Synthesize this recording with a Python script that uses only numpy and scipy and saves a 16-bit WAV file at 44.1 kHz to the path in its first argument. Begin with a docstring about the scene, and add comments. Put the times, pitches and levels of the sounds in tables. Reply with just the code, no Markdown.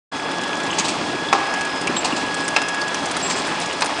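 """Flow-wrapping machine in a workshop

One microphone close to the machine, the large room ringing dully behind it. In each cycle, about a
second and a quarter, a dry bearing squeals, film swishes as it is pulled along and the sealing jaws
clack shut. The conveyor chain ticks and its guides knock; the drives whine and the frames rumble and
rattle throughout. The sound is mono and cuts in just after the start."""
import sys
import numpy as np
from scipy import signal
from scipy.fft import rfft, irfft
from scipy.io import wavfile

SR = 44100
rng = np.random.default_rng(int(sys.argv[2]) if len(sys.argv) > 2 else 0)


def put_to_file(sound):
    """Save the sound as 16-bit audio at rate SR, in the file named by the first command-line argument."""
    columns = np.atleast_2d(sound).T  # one column per channel
    safe = np.clip(columns, -1, 1)
    whole_steps = np.round(safe * 32767)
    wavfile.write(sys.argv[1], SR, whole_steps.astype(np.int16))


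N = 176400
TIME = np.arange(N) / SR


def from_db(db):
    """Decibels to gain."""
    return 10 ** (np.asarray(db) / 20)


def rms_one(x):
    """Scale to rms 1."""
    return x / np.sqrt(np.mean(x ** 2) + 1e-20)


def at_hz(spectrum, hz):
    """Read a spectrum's level in dB on a log-frequency axis."""
    freqs, db = np.transpose(spectrum)
    return np.interp(np.log(hz + 1e-3), np.log(freqs), db)


def drift(rate_hz):
    """Smooth random wander with spread 1, mostly slower than rate_hz."""
    pole = np.exp(-40 * np.pi * rate_hz / SR)  # one step every 20 samples
    slow = signal.lfilter([1], [1, -2 * pole, pole * pole], rng.standard_normal(N // 20 + 4002))[4000:]
    return np.interp(np.arange(N) / 20, np.arange(len(slow)), rms_one(slow))


def noise(spectrum):
    """Noise of a given colour, rms 1."""
    gains = from_db(at_hz(spectrum, np.arange(N // 2 + 1) * SR / N))
    return rms_one(irfft(rfft(rng.standard_normal(N)) * gains, N))


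def band_noise(hz, width_hz):
    """Noise in one broad resonance, rms 1."""
    edges = np.clip([hz - width_hz / 2, hz + width_hz / 2], 20, SR / 2 - 1)
    band = signal.butter(2, edges, "band", fs=SR, output="sos")
    return rms_one(signal.sosfilt(band, rng.standard_normal(N)))


def ring(drive, hz, t60_s):
    """One mode: a unit click rings with height 1."""
    pole, angle = from_db(-60 / (t60_s * SR)), 2 * np.pi * hz / SR
    return signal.lfilter([0, np.sin(angle)], [1, -2 * pole * np.cos(angle), pole * pole], drive + 1e-18)


def burst(start_s, attack_s, hold_s, t60_s):
    """Envelope: rise, hold, die away."""
    age = TIME - start_s
    return np.clip(age / attack_s, 0, 1) * np.exp(-np.log(1000) * np.clip((age - hold_s) / t60_s, 0, 10))


def sine(hz):
    """A sine that follows a pitch curve, rms 1."""
    return np.sqrt(2) * np.sin(2 * np.pi * (np.cumsum(hz) / SR + rng.random()))


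def din():
    """Rumble and wash of all the machines in the room; each octave flickers, and all surge together."""
    # colour of machinery and hall: frequency_hz, density_db
    spectrum = [(25, -36), (45, -43), (65, -14.5), (115, -8.5), (172, -0.5), (205, -2.5), (275, 4.5),
                (340, 2.5), (480, -1.5), (680, 0.5), (870, 1), (1150, -0.5), (1500, -5), (2050, -7),
                (2650, -6.5), (3200, -11), (4500, -11), (6500, -17.5), (8500, -21), (10000, -27)]
    # swell of the din: time_s, bass_db, middle_db, treble_db
    swell = [(.12, -2, -1.5, -2.5), (.45, 0, 2.5, -1.5), (.85, 2.5, 2, 1.5), (1.1, 4.5, 1.5, 0.5),
             (1.25, 2.5, -1.5, -0.5), (1.4, 0, 4, -0.5), (1.7, -1.5, 2, -0.5), (1.9, 4.5, 3.5, 1),
             (2.1, -0.5, 4, 0), (2.3, 1.5, 0.5, 1.5), (2.8, -3, 3, -1), (3.05, 2, 1, 2), (3.38, 3, 2, 4),
             (3.55, -0.5, 0.5, 0.5), (4, -1, 2.5, 0.5)]
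    level_db, flicker_db, surge_db = -26.5, 1.62, 0.5
    anchors_hz = [278, 895, 4000]  # bass, middle, treble
    times, *levels = np.transpose(swell)
    wash, surge, out = rfft(noise(spectrum)), drift(21), 0
    octave = np.log2(np.clip(np.arange(len(wash)) * SR / N, 40, 10240) / 40)
    for k in range(9):
        band = irfft(wash * np.maximum(1 - abs(octave - k), 0), N)
        weights = [np.interp(np.log(40 * 2 ** k), np.log(anchors_hz), row) for row in np.eye(3)]
        swell_db = np.interp(TIME, times, np.dot(weights, levels))
        out += from_db(level_db + swell_db + flicker_db * drift(35) + surge_db * surge) * band
    return out


def rattle():
    """Loose parts chatter at random, each touch briefly ringing a few neighbouring modes."""
    # colour of the loose parts: pitch_hz, relative_db
    spectrum = [(600, -6), (1000, -1.5), (1800, -4), (2800, 3.5), (4000, -1.5), (7000, -3.5)]
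    touches_per_s, level_db, spread_db, t60_cycles = 260, -37, 4, 19.6
    sizes = from_db(spread_db * np.minimum(rng.exponential(1, N), 4)) * rng.choice([-1, 1], N)
    touches = sizes * (rng.random(N) < touches_per_s / SR)
    struck_mode, out = rng.integers(0, 20, N), 0
    for k, hz in enumerate(np.geomspace(spectrum[0][0], spectrum[-1][0], 20)):
        drive = touches * (abs(struck_mode - k) < 2) * (-1) ** k
        out += from_db(at_hz(spectrum, hz)) * ring(drive, hz, t60_cycles / hz)
    return from_db(level_db) * rms_one(out)


def whine(swell, hz, waver_hz, flutter):
    """A drive tone that follows its level curve and wavers a little."""
    level = from_db(np.interp(TIME, *np.transpose(swell)))
    return level * (1 + flutter * drift(14)) * sine(hz + waver_hz * drift(5.8))


def drives():
    """Three drive whines swell and fade among weaker, unsteady tones."""
    # swell of the main, upper and top whines: time_s, level_db
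    main_swell = [(.12, -34.5), (.26, -36.5), (.42, -31), (.65, -33), (.85, -34), (.95, -48), (1.08, -34.5),
                  (1.18, -33), (1.36, -30.5), (1.47, -30.5), (1.57, -27), (1.7, -31), (1.88, -35),
                  (2.05, -42), (2.19, -32.5), (2.47, -28), (2.58, -33), (2.79, -25.5), (3, -35),
                  (3.2, -37.5), (3.36, -43), (3.52, -34), (3.8, -37), (4, -39.5)]
    upper_swell = [(.12, -44), (.25, -37.5), (.7, -40.5), (.9, -41), (1.18, -42.5), (1.32, -34), (1.4, -58),
                   (1.7, -45.5), (2.2, -45), (2.8, -41.5), (3.7, -48), (4, -53)]
    top_swell = [(.12, -51), (1.2, -49), (1.5, -45), (1.66, -45.5), (1.78, -37), (1.94, -49), (2.08, -37.5),
                 (2.24, -53), (2.42, -40), (2.78, -42), (2.92, -54), (3.2, -45), (3.35, -39), (3.5, -50),
                 (4, -44)]
    # motor and inverter tones: pitch_hz, relative_db
    tones = [(173, -47.5), (274, -45), (803, -46), (865.5, -42.5), (1594, -52), (1744, -48), (3261.5, -47),
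             (3316, -51), (3338, -49.5), (3358.5, -48), (4064, -55), (4929.5, -52), (5006, -57),
             (5146, -55), (8345, -62)]
    tones_db, waver_hz = 1.06, 1.75
    out = whine(main_swell, hz=1668.6, waver_hz=1, flutter=0.1)
    out += whine(upper_swell, hz=3413.5, waver_hz=2, flutter=0.2)
    out += whine(top_swell, hz=5082.5, waver_hz=3.5, flutter=0.42)
    for hz, db in tones:
        unsteady = rms_one(1 + 0.36 * drift(5.1))
        out += from_db(tones_db + db) * unsteady * sine(hz + waver_hz * drift(10.6))
    return out


def bearing():
    """A dry bearing squeals briefly on a high, rough note."""
    # bearing squeals: start_s, hold_s, pitch_hz, relative_db
    squeals = [(.155, .008, 6390, -39), (.525, .01, 6400, -40), (.7, .05, 7650, -41),
               (.708, .014, 6420, -35), (1.964, .028, 7608, -23), (2.44, .012, 7680, -35),
               (3.225, .045, 7612, -26.5), (3.29, .04, 7612, -30), (3.35, .05, 7612, -38)]
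    gain_db, out = -3, 0
    waver_hz, roughness = 13 * drift(130), 1 + 0.51 * drift(120)
    for start, hold, hz, db in squeals:
        envelope = burst(start, attack_s=0.0016, hold_s=hold, t60_s=0.093)
        out += from_db(gain_db + db) * envelope * sine(hz + waver_hz)
    return roughness * out


def chain():
    """The conveyor chain ticks: each a snap and a short gritty scrape with a resonance of its own."""
    # chain ticks: start_s, relative_db, resonance_hz
    ticks = [(0.314, -36.5, 3200), (.413, -39, 7000), (.435, -36.5, 6500), (.478, -37.5, 2800),
             (.568, -37.5, 5000), (0.601, -36.5, 3200), (0.636, -39, 7500), (0.663, -37, 2800),
             (1.468, -40, 6050), (1.539, -34.5, 6650), (1.589, -43, 5500), (1.609, -33, 6200),
             (1.65, -35, 7600), (1.813, -34.5, 8500), (1.872, -31, 7600), (2.343, -31.5, 8000),
             (2.404, -36.5, 8400), (2.48, -26, 8100), (2.617, -30.5, 6740), (2.6845, -29.5, 6400),
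             (2.744, -36, 7500), (2.814, -34, 4700), (2.88, -35, 7000), (2.944, -28.5, 5600),
             (3.057, -30, 6950), (3.112, -30, 8800), (3.167, -29, 9000), (3.196, -38, 6500),
             (3.47, -35, 9400), (3.6, -33, 9200), (3.659, -35, 6500), (3.728, -34.5, 6500),
             (3.808, -30, 8200), (3.844, -31.5, 9500), (3.859, -29, 9100)]
    # colour of the grit: frequency_hz, density_db
    spectrum = [(200, -26), (1500, 6.5), (2800, -3), (4000, -1.5), (6000, -1), (7500, -2.5), (10000, -6.5)]
    gain_db, grain_db = 2.5, 2
    grit, out = noise(spectrum), 0
    for start, db, hz in ticks:
        colour = grit + from_db(-7.5) * band_noise(hz, width_hz=1800)
        snap = from_db(4.5) * burst(start, attack_s=0.0003, hold_s=0, t60_s=0.013)
        scrape = burst(start, attack_s=0.0003, hold_s=0.0094, t60_s=0.0063)
        out += from_db(gain_db + db) * (snap + scrape) * colour
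    return out * rms_one(from_db(grain_db * drift(600)))


def frame():
    """The frame thumps dully in one low, broad resonance."""
    # thumps in the frame: start_s, level_db
    thumps = [(.375, -29), (1.011, -28), (1.888, -23.5), (2.12, -24)]
    envelope = sum(from_db(db) * burst(start, attack_s=0.0093, hold_s=0.017, t60_s=0.098)
                   for start, db in thumps)
    return envelope * band_noise(hz=283, width_hz=110)


def guides():
    """Conveyor links and guides knock lightly, each in its own band."""
    # knocks of links and guides: start_s, pitch_hz, level_db
    knocks = [(0.701, 3000, -22), (0.729, 2800, -21), (.788, 2220, -23), (.788, 6700, -18.5),
              (.812, 1900, -28), (.888, 2720, -29), (1.286, 3360, -27), (1.337, 420, -19),
              (1.539, 2620, -23), (1.61, 2600, -23), (1.873, 2540, -17), (1.873, 1110, -24),
              (1.965, 3450, -19.5), (2.053, 895, -21), (2.124, 854, -15.5), (2.124, 2700, -26),
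              (2.816, 4670, -27), (2.943, 3000, -25.5), (3.31, 2000, -23), (3.38, 890, -25.5),
              (3.822, 4530, -18.5), (3.8266, 1060, -19.5), (3.845, 870, -21)]
    out = 0
    for start, hz, db in knocks:
        envelope = burst(start, attack_s=0.0015, hold_s=0.0014, t60_s=0.048)
        out += from_db(db) * envelope * band_noise(hz, width_hz=0.21 * hz)
    return out


def film():
    """Short grainy swishes as the film is pulled along, each with a resonance of its own."""
    # film swishes: start_s, hold_s, level_db, resonance_hz
    swishes = [(0.781, 0.015, -18.5, 6700), (0.842, 0.02, -25, 3640), (0.881, 0.012, -22, 8100),
               (2.043, 0.0078, -18.5, 4130), (2.161, 0.005, -24, 6940), (3.297, 0.014, -22, 6200),
               (3.36, 0.04, -30, 7850), (3.611, 0.0077, -23, 3400)]
    # colour of the sliding film: frequency_hz, density_db
    spectrum = [(100, -23), (400, -17), (900, 13.5), (1600, -10), (2600, 9.5), (3400, 3), (4500, 7),
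                (5600, 3), (6700, 2), (8000, 1.5), (10000, -10.5)]
    grain_db = 2
    hiss, out = noise(spectrum), 0
    for start, hold, db, hz in swishes:
        colour = hiss + from_db(-12) * band_noise(hz, width_hz=760)
        out += from_db(db) * burst(start, attack_s=0.004, hold_s=hold, t60_s=0.13) * colour
    return out * rms_one(from_db(grain_db * drift(460)))


def jaws():
    """A sharp strike, a rebound and a late echo ring jaws and frame, with a crack of metal and a short tail."""
    # the jaws shut: start_s, body_db, tilt_db_per_octave, crack_db, tail_db, frame_hz, frame_db
    clacks = [(1.3282, -2.5, -3, -15.5, -20, 793.4, -7.5), (2.5637, -9, 6.5, -14, -27, 870, -20),
              (3.821, -20, 3.5, -17, -45, 904, -23)]
    # a rebound and a late echo after each strike: delay_s, relative_db
    repeats = [(.0058, -4.5), (0.0212, -9.5)]
    # modes of jaws and frame: pitch_hz, relative_db, t60_s
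    modes = [(372, -16, 0.041), (640, -22, 0.01), (936, -16.5, 0.034), (1060, -8, .045),
             (1170, -8.5, 0.027), (1328, -8, 0.039), (1665, -16.5, 0.099), (1795, -14, 0.028),
             (2125, -14.5, 0.035), (2563, -7, 0.023), (2700, -12.5, 0.037), (3800, -19.5, 0.033),
             (4155, -20, 0.037), (5070, -20.5, 0.037)]
    # colours of the metal's crack and of the frame ringing on: frequency_hz, density_db
    crack_spectrum = [(100, -16.5), (300, -26), (800, 9), (1700, 6), (2700, 6), (3600, -8.5), (5200, -2),
                      (7000, -4), (10000, -12.5)]
    tail_spectrum = [(150, -9), (350, 5), (850, 9.5), (1500, 2.5), (3000, -3.5), (6000, -5.5), (10000, -33)]
    strike_db, strike_s, max_lag_s = 1.5, 0.00005, 0.00042
    pivot_hz, low_cut_hz = 1200, 500
    body, crack, tail = 0, 0, 0
    for start, body_db, tilt, crack_db, tail_db, frame_hz, frame_db in clacks:
        blows = np.zeros(N)
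        blows[int(start * SR)] = -1
        for delay, db in repeats:
            blows[int((start + delay) * SR)] += from_db(db)
        for hz, db, t60 in modes:
            late = np.roll(blows, int(rng.random() * max_lag_s * SR))  # each mode answers a little late
            body += from_db(body_db + db + tilt * np.log2(hz / pivot_hz)) * ring(late, hz, t60)
        body -= from_db(frame_db) * ring(abs(blows), frame_hz, t60_s=0.11)
        body -= from_db(strike_db) * np.exp(-((TIME - start) / strike_s) ** 2)  # pulse of the strike
        crack += from_db(crack_db) * burst(start, attack_s=0.00022, hold_s=0.0055, t60_s=0.014)
        tail += from_db(tail_db) * burst(start, attack_s=0.0024, hold_s=0, t60_s=0.47)
    low_cut = signal.butter(2, low_cut_hz, "high", fs=SR, output="sos")
    return signal.sosfilt(low_cut, body + crack * noise(crack_spectrum) + tail * noise(tail_spectrum))


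def hall(x):
    """Diffuse, dull reverberation of the workshop."""
    gain_db, dull_hz = -9, 5000
    echo = rng.standard_normal(N) * burst(0.021, attack_s=0.036, hold_s=0, t60_s=1)
    dull = signal.butter(1, dull_hz, fs=SR, output="sos")
    echo = signal.sosfilt(dull, echo / np.sqrt(np.sum(echo ** 2)))
    return from_db(gain_db) * signal.fftconvolve(x, echo)[:N]


def scene():
    """The near machine and its reverberation over din, drives and dry chain ticks; both channels alike."""
    near = jaws() + film() + bearing() + guides() + frame() + rattle()
    mono = near + hall(near) + chain() + din() + drives()
    return np.array([mono, mono])


def record(dry):
    """The microphone cuts in, the highest peaks clip and the top is cut steeply."""
    start_s, ramp_s, clip_level, cutoff_hz = 0.115, 0.012, 0.92, 10050
    fade_in = np.clip((TIME - start_s) / ramp_s, 0, 1)
    clipped = np.clip(dry * fade_in, -clip_level, clip_level)
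    return signal.sosfilt(signal.ellip(14, .1, 80, cutoff_hz, fs=SR, output="sos"), clipped)


dry = scene()
out = record(dry)
put_to_file(out)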